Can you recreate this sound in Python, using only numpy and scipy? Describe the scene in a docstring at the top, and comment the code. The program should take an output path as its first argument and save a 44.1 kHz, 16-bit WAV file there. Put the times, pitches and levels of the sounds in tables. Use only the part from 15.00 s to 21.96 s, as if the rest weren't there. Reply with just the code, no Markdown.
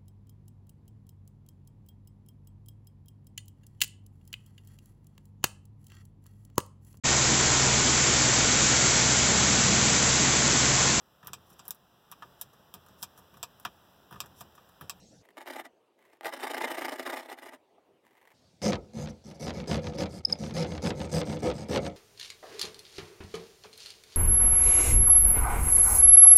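"""Jab saw on a hollow drywall

A stud wall stands in a quiet yard. From the front, the saw's tip scratches to and fro in short jabs.
From behind, longer strokes follow: a train of tooth impulses drives the modes of sheet and frame,
and noise grains make the gypsum's rasp. Chips snap as dispersive bending waves, bites thud, and
stick-slip squeaks are chirps. Filtered noise forms the air, a decaying noise tail the fences' echo."""
import sys
import numpy as np
from scipy import signal
from scipy.fft import rfft, irfft, next_fast_len
from scipy.io import wavfile
from scipy.ndimage import uniform_filter1d, map_coordinates

SR = 44100
rng = np.random.default_rng(int(sys.argv[2]) if len(sys.argv) > 2 else 0)


def digitize_waveform(pressure):
    """Quantize a signal to 16-bit integers and store it at the path in sys.argv[1].

    Rows of a 2-D input are taken as channels; values are limited to [-1, 1].
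    """
    field = np.atleast_2d(pressure).T
    bounded = np.clip(field, -1, 1)
    quanta = np.round(bounded * 32767).astype(np.int16)
    wavfile.write(sys.argv[1], SR, quanta)


N = 306936
TIME = np.arange(N) / SR


def amp(db):
    """Decibels express the logarithm of an amplitude ratio."""
    return 10 ** (np.asarray(db) / 20)


def unit(x):
    """Normalization to an rms of 1 separates a signal's level from its shape."""
    return x / np.sqrt(np.mean(x ** 2) + 1e-20)


def along(points, hz):
    """Interpolation on a logarithmic frequency axis joins (hz, value) points."""
    point_hz, values = np.transpose(points)
    return np.interp(np.log(hz + 1), np.log(point_hz + 1), values)


def filtered(x, response):
    """A linear filter multiplies the spectrum by a response of frequency."""
    size = next_fast_len(len(x) + SR // 2)
    hz = np.fft.rfftfreq(size, 1 / SR)
    return irfft(rfft(x, size) * response(hz), size)[:len(x)]


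def through(x, response):
    """Convolution passes x through an impulse response scaled to unit energy."""
    return signal.fftconvolve(x, response / np.linalg.norm(response))[:N]


def add(track, s, sound):
    """Superposition mixes a sound into the track at time s."""
    start = max(round(s * SR), 0)
    part = track[start:start + len(sound)]
    part += sound[:len(part)]


def click(spectrum, size=8192):
    """Minimum phase, by cepstral folding: a causal impulse of unit energy with this spectrum."""
    magnitude = amp(along(spectrum, np.fft.rfftfreq(size, 1 / SR)))
    cepstrum = irfft(np.log(np.maximum(magnitude, 1e-6)))
    cepstrum[1:size // 2] *= 2
    cepstrum[size // 2 + 1:] = 0
    pulse = irfft(np.exp(rfft(cepstrum)))
    return pulse / np.linalg.norm(pulse)


def ringing(modes, size=16384):
    """Modal superposition: damped sines, neighbours opposite in sign, unit energy in all."""
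    t = np.arange(size) / SR
    ring = np.zeros(size)
    for k, (hz, db, t60) in enumerate(modes):
        ring += (-1) ** k * amp(db - 60 * t / t60) * np.sin(2 * np.pi * hz * t)
    return ring / np.linalg.norm(ring)


def crumbs(rate, scatter_db):
    """Granular noise: gypsum grains break at random moments with random strengths, rms 1."""
    size = amp(scatter_db * np.clip(rng.standard_normal(N), -2, 2))
    breaks = rng.random(N) < rate / SR
    return unit(breaks * size * rng.choice([-1, 1], N))


def wobble(rate):
    """Random modulation: a smooth curve through normal knots, rate of them a second."""
    knots = rng.standard_normal(int(N * rate / SR) + 4)
    return map_coordinates(knots, [TIME * rate])


def hush(levels, spectrum, patchy_db):
    """Filtered noise: outdoor rumble and hiss, wavering in patches of time and frequency."""
    z = signal.stft(rng.standard_normal(N), nperseg=512)[2]
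    field = uniform_filter1d(rng.standard_normal(z.shape), size=5, axis=0)
    field = uniform_filter1d(field, size=9, axis=1)
    patches = signal.istft(z * amp(patchy_db * unit(field)), nperseg=512)[1][:N]
    air = unit(filtered(patches, lambda hz: amp(along(spectrum, hz))))
    return amp(np.interp(TIME, *np.transpose(levels)) + 0.23 * wobble(24)) * air


# level of the yard's air at the opening, in front and behind: time_s, level_db
OPENING_LEVELS = [(0, -57.5), (.22, -61), (.245, -96), (.28, -110)]
FRONT_LEVELS = [(.17, -110), (.215, -64.5), (.9, -70), (2.7, -68), (3.345, -69.5), (3.39, -110)]
BACK_LEVELS = [(3.3, -110), (3.345, -65), (3.6, -66), (3.85, -64.5), (6.96, -63.5)]
# spectrum of the air in each of these: frequency_hz, relative_level_db
OPENING_AIR = [(18, -56), (30, -18), (54, -12), (164, -9.5), (345, -15.5), (383, -25), (482, -14.5),
               (640, -21), (786, -22), (1040, -37), (2920, -34), (6150, -25), (11700, -48), (14000, -54)]
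FRONT_AIR = [(35, -78), (60, -31), (153, -24.5), (338, -13.5), (398, -10.5), (437, -12.5), (566, -13.5),
             (1200, -24.5), (1510, -30.5), (2770, -30.5), (5210, -41.5), (16000, -49)]
BACK_AIR = [(30, -24), (85, 2), (200, -0.5), (400, -7.5), (650, -5.5), (1200, -18), (2000, -20),
            (3000, -20), (3900, -15.5), (4700, -14.5), (6000, -18), (9000, -27), (14000, -37.5)]


def yard():
    """Ambient noise depends on the standpoint: each air has its own spectrum and level curve."""
    opening = hush(OPENING_LEVELS, OPENING_AIR, patchy_db=4.0)
    front = hush(FRONT_LEVELS, FRONT_AIR, patchy_db=2.5)
    back = hush(BACK_LEVELS, BACK_AIR, patchy_db=2.2)
    return opening + front + back


def fences(x, level_db=-23, delay_s=0.064, t60_s=1, corner_hz=800):
    """Late reflection: the fences around the yard send back a faint, dull, decaying tail."""
    t = TIME[:SR // 2]
    tail = rng.standard_normal(len(t)) * amp(-60 * t / t60_s) * (t > delay_s)
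    return amp(level_db) * filtered(through(x, tail), lambda hz: 1 / (1 + (hz / corner_hz) ** 2))


# the blade skims the face with hardly any pressure: start_s, end_s, level_db
GRAZES = [(0.232, 0.262, -70.5), (0.967, 1.186, -71), (3.022, 3.203, -73), (3.168, 3.35, -71)]
# single teeth skip over the paint: start_s, level_db
SKIPS = [(0.253, -57), (0.288, -56), (0.305, -56), (0.99, -67), (1.023, -67), (1.052, -62), (1.098, -66),
         (1.169, -65), (3.051, -68), (3.066, -61), (3.076, -64), (3.108, -65), (3.129, -69), (3.151, -66),
         (3.17, -61), (3.178, -66), (3.214, -57), (3.227, -63), (3.253, -60.5), (3.274, -55), (3.304, -58),
         (3.316, -57)]
# spectrum of the light scratching: frequency_hz, relative_level_db
GRAZE_COLOUR = [(400, -19), (900, 1.5), (1400, -10.5), (2000, 1), (2500, -10), (3300, -13), (5000, -22.5),
                (8700, -21.5), (16000, -21)]


def grazes(skip_t60_s=0.031):
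    """Light friction: noise grains under a pressure curve give scratches over a thin rustle."""
    pressure, t = np.zeros(N), TIME[:SR // 20]
    for start, end, db in GRAZES:
        add(pressure, start, amp(db) * signal.windows.tukey(int((end - start) * SR), .3))
    for s, db in SKIPS:
        add(pressure, s, amp(db - 60 * t / skip_t60_s))
    return through(pressure * crumbs(rate=2200, scatter_db=4.0), click(GRAZE_COLOUR))


# the handle bumps softly against the face: start_s, peak_db
BUMPS = [(2.781, -50.5)]
# modes of the painted face, stirred by bumps and by the tip: frequency_hz, level_db, t60_s
FACE_MODES = [(251, 0, 0.12), (342, 0.5, 0.14), (681, 6.5, 0.041), (837, -4, 0.073), (1197, 3, 0.051),
              (1850, -25.5, 0.05), (1933, -6, 0.099)]


def bumps():
    """Selective excitation: a soft contact favours the face's modes around 800 Hz."""
    thud = filtered(ringing(FACE_MODES), lambda hz: np.exp(-np.log((hz + 1) / 800) ** 2 / 0.16))
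    out = np.zeros(N)
    for s, db in BUMPS:
        add(out, s, amp(db) * thud / np.abs(thud).max())
    return out


def board(x, spectrum, decay, tail_db, size=8192):
    """Diffuse reverberation: x gains a dense tail, redrawn every size / 2 samples, and a colour."""
    tails = np.zeros(N)
    for start in range(0, N, size // 2):
        piece = x[start:start + size // 2]
        if piece.any():
            hz, t, z = signal.stft(rng.standard_normal(size), SR, nperseg=128)
            t60 = along(decay, hz)[:, None]
            # equal energy in every band, however long it rings
            z = z * amp(-60 * t / t60) / np.sqrt(t60)
            tail = signal.istft(z, SR, nperseg=128)[1]
            add(tails, start / SR, signal.fftconvolve(piece, tail / np.linalg.norm(tail)))
    mixed = (x + amp(tail_db) * tails) / np.hypot(1, amp(tail_db))
    return through(mixed, click(spectrum))


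def cutting(rate, jitter, puff_db, uneven_db):
    """Periodic impulses shed grains: returns teeth passed, their pulses and the puffs of crumbs."""
    travel = np.cumsum(rate * np.exp(jitter * wobble(140))) / SR
    passing = np.diff(np.floor(travel), prepend=0)
    # pulses and puffs both come out near rms 1
    teeth = passing * np.sqrt(SR / np.maximum(rate, 1)) * amp(0.46 * wobble(200))
    puff_fall = amp(-puff_db * (travel % 1) + uneven_db * wobble(250))
    puffs = crumbs(rate=11000, scatter_db=2) * puff_fall
    # the hand keeps a steady pressure over a few teeth
    pressure = np.sqrt(np.abs(uniform_filter1d(puffs ** 2, size=400)) + 1e-6)
    return travel, teeth, puffs / pressure


# quick to-and-fro jabs of the tip: full_speed_s, level_db, length_s
JABS = [(0.382, -41, 0.011), (0.418, -45.5, 0.021), (0.48, -36, 0.017), (0.507, -34, 0.01),
        (0.536, -39.5, 0.017), (0.564, -37, 0.017), (0.599, -36, 0.02), (0.657, -43.5, 0.015),
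        (1.135, -55, 0.0096), (1.264, -28.5, 0.023), (1.288, -38, 0.02), (1.34, -33, 0.019),
        (1.372, -38.5, 0.012), (1.407, -37.5, 0.018), (1.441, -29, 0.022), (1.476, -31.5, 0.013),
        (1.511, -30, 0.015), (1.547, -31, 0.014), (1.58, -29, 0.013), (1.618, -29, 0.015),
        (1.647, -26.5, 0.014), (1.683, -34, 0.014), (1.715, -29, 0.018), (1.75, -33.5, 0.014),
        (1.786, -30, 0.017), (1.822, -32, 0.02), (1.855, -29, 0.015), (1.892, -31, 0.013),
        (1.929, -32.5, 0.02), (1.961, -38.5, 0.013), (1.999, -31, 0.016), (2.031, -38, 0.013),
        (2.071, -30.5, 0.018), (2.103, -30, 0.012), (2.137, -31, 0.016), (2.174, -33, 0.018),
        (2.199, -38, 0.022), (2.232, -45, 0.015), (2.26, -45.5, 0.017), (2.299, -39.5, 0.015),
        (2.325, -38, 0.022), (2.389, -44, 0.017), (2.433, -42, 0.017), (2.467, -42, 0.02),
        (2.492, -42, 0.0095), (2.54, -45, 0.024)]
# the tip knocks as it is set down or turns round: start_s, level_db (before the tap gains)
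TAPS = [(0.371, -30), (0.409, -30), (0.46, -34), (1.133, -53), (1.21, -26.5), (1.233, -31), (1.259, -22),
        (1.325, -36), (1.4317, -25), (1.471, -28), (1.499, -34), (1.5362, -24), (1.567, -26), (1.602, -36),
        (1.635, -33), (1.676, -28), (1.709, -27.5), (1.779, -27), (1.8195, -24), (1.849, -15), (1.883, -20),
        (1.989, -50), (2.058, -26)]
# spectra of the scraped face and of the flying grit: frequency_hz, relative_level_db
SCRAPE_COLOUR = [(41, -76), (70, -41), (176, -24.5), (259, -1), (348, -6), (484, -7.5), (662, -1.5),
                 (860, 2), (1080, -11), (1200, -8.5), (1380, -11.5), (1950, -3.5), (2620, -17),
                 (3010, -10.5), (4500, -31.5), (5850, -63), (9900, -120)]
GRIT_COLOUR = [(2060, -41), (3500, 2), (4550, -8), (5050, -3.5), (6300, -12), (6900, -9), (7900, -12),
               (8900, -4), (9450, -11.5), (10200, -11), (12800, -9.5), (16000, -16.5)]
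# how long the face rings: frequency_hz, t60_s
FACE_RING = [(200, 0.019), (1000, 0.19), (4000, 0.018), (12000, 0.033)]


def jabs(grit_tail_db=-8, face_tail_db=-7, modes_db=-8, pulse_share=0.24):
    """Impulsive friction: evenly spaced teeth knock the face and throw crisp puffs of grit."""
    drag_lead_s = 0.0013  # the face takes the load this long before the grit flies
    fall_ratio, roundness = 0.84, 1.626  # a jab's fall against its rise, and its shape
    grit_db = -13.5  # grit against scrape
    tap_db, tap_grit_db = 9, -17.5  # a tap's blow to the face, and its grit against that blow
    grit_power, drag_power, taps = np.zeros((3, N))
    for s, db, length in JABS:
        near = slice(int((s - .1) * SR), int((s + .1) * SR))
        for power, middle in ((grit_power, s), (drag_power, s - drag_lead_s)):
            before, after = middle - TIME[near], (TIME[near] - middle) / fall_ratio
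            away = np.maximum(before, after) / (length / 2)
            power[near] += amp(db) ** 2 * np.exp(-away ** roundness)
    for s, db in TAPS:
        add(taps, s, amp([db + tap_db]))
    teeth_hz = np.full(N, 315)
    _, teeth, breaking = cutting(teeth_hz, jitter=.06, puff_db=17, uneven_db=3.5)
    drag = unit(breaking + pulse_share * teeth) * np.sqrt(drag_power) * amp(-1.07) + taps
    face = board(drag, SCRAPE_COLOUR, FACE_RING, tail_db=face_tail_db)
    face = face + amp(modes_db) * through(drag, ringing(FACE_MODES))
    # the small patch around the tip hardly radiates bass
    face = filtered(face, lambda hz: 1 - 1 / (1 + (hz / 150) ** 3))
    grit = amp(grit_db) * breaking * np.sqrt(grit_power) + amp(tap_grit_db) * taps
    dust = board(grit, GRIT_COLOUR, FACE_RING, tail_db=grit_tail_db)
    return amp(-1.5) * face + amp(1.0) * dust


# chirps of the binding blade: middle_s, length_s, pitch_hz (at the middle), peak_db
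SQUEAKS = [(5.2533, 0.0094, 5096, -13.5), (5.285, 0.013, 5090, -41), (5.303, 0.016, 5150, -38),
           (5.321, 0.0043, 5870, -37), (5.328, 0.0091, 5040, -14), (5.628, 0.007, 5050, -32.5)]


def squeaks(droop=0.039, second_db=-27, third_db=-42, ring_db=-26, t60=0.14):
    """Stick-slip: brief, nearly pure chirps sag in pitch and leave a faint ring."""
    out = np.zeros(N)
    for s, length, hz, db in SQUEAKS:
        u = np.linspace(-1, 1, int(length * SR))
        phase = 2 * np.pi * np.cumsum(hz * (1 - droop * u)) / SR
        tone = np.sin(phase) + amp(second_db) * np.sin(2 * phase) + amp(third_db) * np.sin(3 * phase)
        add(out, s - length / 2, amp(db) * np.cos(np.pi * u / 2) ** 2 * tone)
    t = TIME[:SR // 4]
    ring = rng.standard_normal(len(t)) * amp(-60 * t / t60)
    return out + amp(ring_db) * through(out, ring)


# the teeth bite into the cut's edge and thump the wall: start_s, level_db
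BITES = [(3.617, -30), (3.636, -24), (3.964, -40), (3.982, -34), (4.282, -40.5), (4.407, -30),
         (4.47, -24.5), (4.566, -34), (4.675, -25), (4.69, -25.5), (4.984, -23), (5.132, -34), (5.274, -36),
         (5.312, -33), (5.409, -29), (5.545, -28), (5.706, -32.5), (5.838, -23), (5.868, -24),
         (5.995, -25.5), (6.124, -26), (6.27, -25), (6.425, -21), (6.442, -24), (6.693, -21), (6.826, -30)]
# large chips of gypsum break off, heard as jolts and as snaps: start_s, level_db (before the gains of each)
SNAPS = [(3.6173, -33), (3.6313, -46), (3.7072, -33), (3.72, -23), (3.7303, -14.5), (3.7418, -25.5),
         (3.754, -24), (3.9974, -46), (4.0584, -33), (4.0721, -31), (4.085, -35.5), (4.3111, -38),
         (4.4248, -33), (4.467, -28), (4.479, -22.5), (4.493, -26), (4.5045, -24), (4.5738, -46),
         (4.6, -28), (4.6587, -40), (4.6746, -52), (4.6998, -31), (4.7123, -18.5), (4.729, -22),
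         (4.7431, -20), (4.7553, -21.5), (4.7763, -28.5), (4.789, -37), (4.8419, -32), (4.8683, -23),
         (4.9224, -49), (4.935, -35.5), (4.984, -30), (5.0061, -24), (5.0234, -26), (5.034, -23),
         (5.057, -28), (5.2975, -29.5), (5.436, -27.5), (5.4622, -32.5), (5.4947, -36), (5.5073, -32.5),
         (5.565, -24.5), (5.5763, -27.5), (5.6225, -34), (5.6294, -26), (5.6453, -27.5), (5.659, -34),
         (5.7191, -29), (5.7504, -34), (5.7775, -29), (5.8488, -27), (5.8611, -21.5), (5.8699, -22),
         (5.904, -19), (6.0013, -27.5), (6.0147, -26.5), (6.0437, -33.5), (6.123, -46), (6.1374, -27.5),
         (6.1665, -28), (6.1815, -28), (6.2139, -19.5), (6.2707, -34), (6.2965, -29.5), (6.326, -29),
         (6.3684, -33), (6.4425, -47), (6.4696, -24.5), (6.4993, -25), (6.5129, -26), (6.7309, -24.5),
         (6.7477, -23), (6.759, -15), (6.7731, -19), (6.851, -30), (6.8638, -23)]
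# spectrum of the dull push that a bite gives the sheet: frequency_hz, relative_level_db
THUD_COLOUR = [(30, -24), (65, 3), (200, -4.5), (550, 0.5), (1000, -34), (2500, -43)]
# the hollow wall's low modes, and the gypsum sheet's modes: frequency_hz, level_db, t60_s
FRAME_MODES = [(64, -9, 0.27), (83.1, -5, 0.31), (122.6, -0.5, 0.088), (156, 0, 0.19), (185.6, -6.5, 0.27),
               (212.4, 1, 0.17), (243, -4.5, 0.14)]
SHEET_MODES = [(306.6, 1.5, 0.28), (350, -13, 0.078), (426, -1.5, 0.056), (490.3, 5.5, 0.2),
               (554, 0.5, 0.16), (632, -7.5, 0.13), (701.5, -5, 0.2), (768.3, -3.5, 0.18),
               (920, -8.5, 0.062), (1279, -12.5, 0.2), (1720, -10, 0.04)]


def snags(push_db=-8, ring_db=-3, jolt_db=-11):
    """Impact excitation: bites, and the release of large chips, push the sheet and ring the wall."""
    ring = ringing(FRAME_MODES) + amp(-4.0) * ringing(SHEET_MODES)
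    push = click(THUD_COLOUR, size=16384)
    thud = amp(ring_db) * ring / np.abs(ring).max() + amp(push_db) * push / np.abs(push).max()
    jolts = [(s, db + jolt_db) for s, db in SNAPS]
    out = np.zeros(N)
    for s, db in BITES + jolts:
        add(out, s, amp(db) * thud)
    return out


# spectrum of a snap: frequency_hz, relative_level_db
SNAP_COLOUR = [(300, 16.5), (900, 10.5), (2000, 5.5), (4000, 5.5), (6000, -3), (9000, -19), (16000, -68)]


def bending_wave(lag=0.0028, t60=0.16, count=20, size=4096):
    """Dispersion, peak 1: treble arrives first, and the edges send back slower, duller copies."""
    hz = np.fft.rfftfreq(size, 1 / SR)
    echoes = 1.4 + .45 * (np.arange(count) + rng.random(count))
    paths = np.append(1, echoes)[:, None]  # lengths relative to the direct path
    # phase grows with the root of frequency, so group delay falls with it
    phase = 4 * np.pi * lag * paths * np.sqrt(1000 * hz)
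    loss = amp(-60 * lag * (paths - 1) / t60 * np.sqrt(hz / 4000)) / paths ** 0.76
    wave = irfft(amp(along(SNAP_COLOUR, hz)) * np.sum(loss * np.exp(-1j * phase), axis=0))
    return wave / np.abs(wave).max()


# strokes, a hard push and a lighter pull in turn, at times a short nudge between; relative levels:
# start_s, end_s, teeth_hz, force_db, dust_db, swell_db (over the stroke), drumming_db,
# frame_boom_db, sheet_ring_db
STROKES = [(3.616, 3.719, 205, -28.5, -31, -0.5, -25, -29, -32.5),
           (3.932, 4.067, 146, -42, -44, 4, -44.5, -36.5, -49),
           (4.085, 4.118, 85, -50.5, -46.5, 0, -43, -39, -50.5),
           (4.239, 4.331, 200, -48.5, -50.5, 3, -58, -42, -63),
           (4.341, 4.374, 83, -54, -52.5, 0, -55, -48, -52),
           (4.395, 4.516, 168, -40.5, -39.5, -4, -44, -38.5, -41),
           (4.535, 4.633, 177, -40.5, -45.5, -8, -39, -35, -45),
           (4.671, 4.782, 160, -34, -36.5, -6, -33.5, -30.5, -37.5),
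           (4.819, 4.918, 89, -40, -44.5, -4, -38, -34.5, -41),
           (4.943, 4.974, 85, -40.5, -46, -7, -44, -38, -44),
           (4.977, 5.051, 185, -34, -35.5, -6.5, -40, -31, -37.5),
           (5.091, 5.204, 181, -46.5, -44.5, 4, -52, -41.5, -57),
           (5.283, 5.349, 99, -43.5, -43.5, 3, -59, -46, -57),
           (5.378, 5.53, 165, -44, -45.5, -5, -49, -38.5, -51.5),
           (5.538, 5.647, 165, -33.5, -36, -1, -27, -34, -37),
           (5.665, 5.787, 173, -41.5, -45, -4, -41, -36, -43.5),
           (5.819, 5.916, 178, -34.5, -36, -4, -36, -34, -40.5),
           (5.95, 6.072, 155, -40, -45, 4.5, -36, -38, -49),
           (6.084, 6.115, 84, -44, -49.5, 16, -58, -42, -46),
           (6.114, 6.222, 160, -33, -34, -3, -26, -34.5, -34.5),
           (6.25, 6.374, 161, -40, -44, -1, -40.5, -36, -41.5),
           (6.388, 6.417, 97, -45.5, -48.5, 3, -45, -40, -50),
           (6.421, 6.516, 155, -33, -39.5, -9, -40, -37, -34),
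           (6.537, 6.654, 114, -42.5, -46, -2.5, -63, -38.5, -48),
           (6.683, 6.786, 192, -30.5, -36.5, 3, -36.5, -40, -40),
           (6.802, 6.893, 196, -41, -46, 9, -50, -43, -39.5)]


def snaps(chip_hz=21.65, chip_db=-4, chip_from=0.3):
    """Brittle fracture: large chips snap, and small ones at random later in each stroke."""
    out = np.zeros(N)
    for s, db in SNAPS:
        add(out, s, amp(db - 6.0) * bending_wave())
    for start, end, _, force_db, *_ in STROKES:
        # chip_from is the share of the stroke that passes first
        for s in np.arange(start + chip_from * (end - start), end, 1 / chip_hz):
            add(out, s + .5 * rng.random() / chip_hz, amp(force_db + chip_db) * bending_wave())
    return out


def slide(force_db):
    """Friction before the bite: seconds of sliding, longer by 2.2 ms per dB below a firm -35.5 dB."""
    return 0.019 + 0.0022 * max(-35.5 - force_db, 0)


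def stroke_controls(rise, fall, slowing):
    """Kinematics: the blade slows at both ends of a stroke, then its last teeth bump over the edge."""
    slide_db, slide_boom_db = -2, -3.5  # force and boom while sliding, against those after the bite
    drum_peaks_at = 0.39  # share of the stroke at which the teeth drum hardest
    boom_start_db, boom_fall_db = 10.5, 7  # the boom's lift at the start, and its fall over a stroke
    run_out_s, run_out_hz = 0.06, 86.94  # how long the last teeth bump, and how many a second
    run_out_db, run_out_fade_db, run_out_dust_db = 0.5, -25.5, -44  # force, its fall, their dust
    rate, force, rasp, drum, boom, ring = np.zeros((6, N))
    for start, end, teeth_hz, db, dust_db, swell_db, drum_db, boom_db, ring_db in STROKES:
        near = slice(int(start * SR), int(end * SR))
        t = TIME[near]
        u = np.clip((t - start) / (end - start), 0, 1)
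        contact = np.clip((t - start) / rise, 0, 1) * np.clip((end - t) / fall, 0, 1)
        speed = 1 - np.clip(slowing, 0, .9) * (2 * u - 1) ** 2
        drag = unit(contact * speed ** 7.7 * amp(swell_db * (u - .5)))
        sliding = t < start + slide(db)
        grip = amp(slide_db * sliding)
        rate[near] = teeth_hz * speed
        force[near] = amp(db) * grip * drag
        rasp[near] = amp(dust_db) * drag
        ring[near] = amp(ring_db) * grip * drag
        arch = np.interp(u, [0, drum_peaks_at, 1], [0, 1, 0])
        drum[near] = amp(drum_db) * np.sin(np.pi / 2 * arch) ** 1.05
        boom_level_db = boom_db + boom_start_db - boom_fall_db * u + slide_boom_db * sliding
        boom[near] = contact * amp(boom_level_db)
        after = slice(int(end * SR), int((end + run_out_s) * SR))
        fade = amp(run_out_fade_db * (TIME[after] - end) / run_out_s)
        rate[after] = run_out_hz
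        force[after] = amp(db + run_out_db) * fade
        rasp[after] = amp(dust_db + run_out_dust_db) * fade
    return rate, force, rasp, drum, boom, ring


def tooth_ticks(blows, tick_db=-17.5, scatter_db=5):
    """Impulse response of a plate: each tooth ticks on freshly drawn paths, some much harder."""
    blows = blows * amp(tick_db + scatter_db * np.clip(wobble(200), -2, 1.7))
    out = np.zeros(N)
    for at in np.flatnonzero(blows):
        wave = bending_wave(count=6, size=2048)
        add(out, at / SR, blows[at] * wave / np.linalg.norm(wave))
    return out


# the blade's top resonance, before and after the cut turns: frequency_hz, level_db, t60_s
TOP_BEFORE = [(9780, 0, 0.0047)]
TOP_AFTER = [(8260, 0, 0.0035)]


def blade_top(dust, turn_s=5.97, level_db=-20.5):
    """Resonance: rasping dust stirs a high mode that drops as the cut turns along the next side."""
    turned = TIME > turn_s
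    before = amp(-8.5) * through(dust * ~turned, ringing(TOP_BEFORE))
    after = through(dust * turned, ringing(TOP_AFTER))
    return amp(level_db) * (before + after)


# spectra of the knocked board and of the rasping dust: frequency_hz, relative_level_db
BOARD_COLOUR = [(150, -28.5), (250, -3), (400, 0), (520, 3), (660, -6), (900, -8), (1100, -23), (1300, -13),
                (1600, -32), (2200, -14.5), (2650, -25), (3500, -22.5), (4300, -31.5), (5500, -62.5)]
RASP_COLOUR = [(2500, -16), (3400, -6), (3770, -9), (4200, -4), (5100, -0.5), (6000, 4), (7200, -6.5),
               (8600, -9), (10000, -18.5), (13000, -20), (16000, -43)]
# how long the board rings: frequency_hz, t60_s
BOARD_RING = [(250, 0.4), (600, 0.23), (1500, 0.28), (4000, 0.015), (12000, 0.0047)]
# modes of the steel blade, damped by the cut: frequency_hz, level_db, t60_s
BLADE_MODES = [(5110, 3.5, 0.0071), (6070, 0.5, 0.011)]


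def strokes(fine_hz=8500, sing_db=7.5, sing_growth=1.563):
    """Forced vibration: teeth strike the cut's edge in turn, shake the wall and shed crumbs."""
    rate, force, rasp, drum, boom, ring = stroke_controls(rise=0.0019, fall=0.013, slowing=.09)
    travel, teeth, breaking = cutting(np.maximum(rate, 60), jitter=.045, puff_db=4, uneven_db=5.5)
    # the sheet swings with the passing teeth, and the frame booms in its low modes
    swing = drum * amp(2.0 * wobble(83)) * np.sin(2 * np.pi * travel)
    frame = through(boom * (0.21 * teeth + .5 * breaking), ringing(FRAME_MODES))
    blows = 0.25 * teeth + 0.97 * breaking
    knock = amp(-1.5) * board(force * blows, BOARD_COLOUR, BOARD_RING, tail_db=0.5)
    knock = knock + through(ring * blows, ringing(SHEET_MODES))
    dust = board(rasp * breaking, RASP_COLOUR, BOARD_RING, tail_db=-2.5)
    # the finest dust dies first when the blade slows
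    fine = filtered(dust, lambda hz: 1 - 1 / (1 + (hz / fine_hz) ** 6))
    moving = np.clip(uniform_filter1d(rate, size=1300) / 180, 0, 1.3)
    dust = dust + fine * (moving - 1)
    # the blade sings when pushed hard: its ring gains sing_growth dB per dB of dust
    sing = through(amp(sing_db) * rasp ** sing_growth * breaking, ringing(BLADE_MODES))
    wall = swing + amp(-2.5) * frame + amp(-0.5) * knock + tooth_ticks(force * teeth)
    return wall + amp(-9.5) * dust + sing + blade_top(rasp * breaking)


# gain of wall and yard, which dips briefly before the first squeak: time_s, gain_db
DIP = [(5.214, 0), (5.225, -18), (5.238, 1), (5.25, 1)]


def scene():
    """Superposition of saw and yard in one channel; squeaks and front sounds bypass the dip."""
    air = yard()
    sawing = strokes() + snags() + snaps()
    dip = amp(np.interp(TIME, *np.transpose(DIP)))
    front = jabs() + grazes() + bumps()
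    return (front + squeaks() + dip * (sawing + fences(sawing) + air))[None]


def record(dry, low_hz=52, top_hz=15950):
    """Band limiting: a steep high-pass drops the deepest bass; nothing passes above top_hz."""
    low_cut = signal.butter(N=6, Wn=low_hz, btype="high", fs=SR, output="sos")
    return filtered(signal.sosfilt(low_cut, dry[0]), lambda hz: hz < top_hz)[None]


dry = scene()
out = record(dry)
digitize_waveform(out)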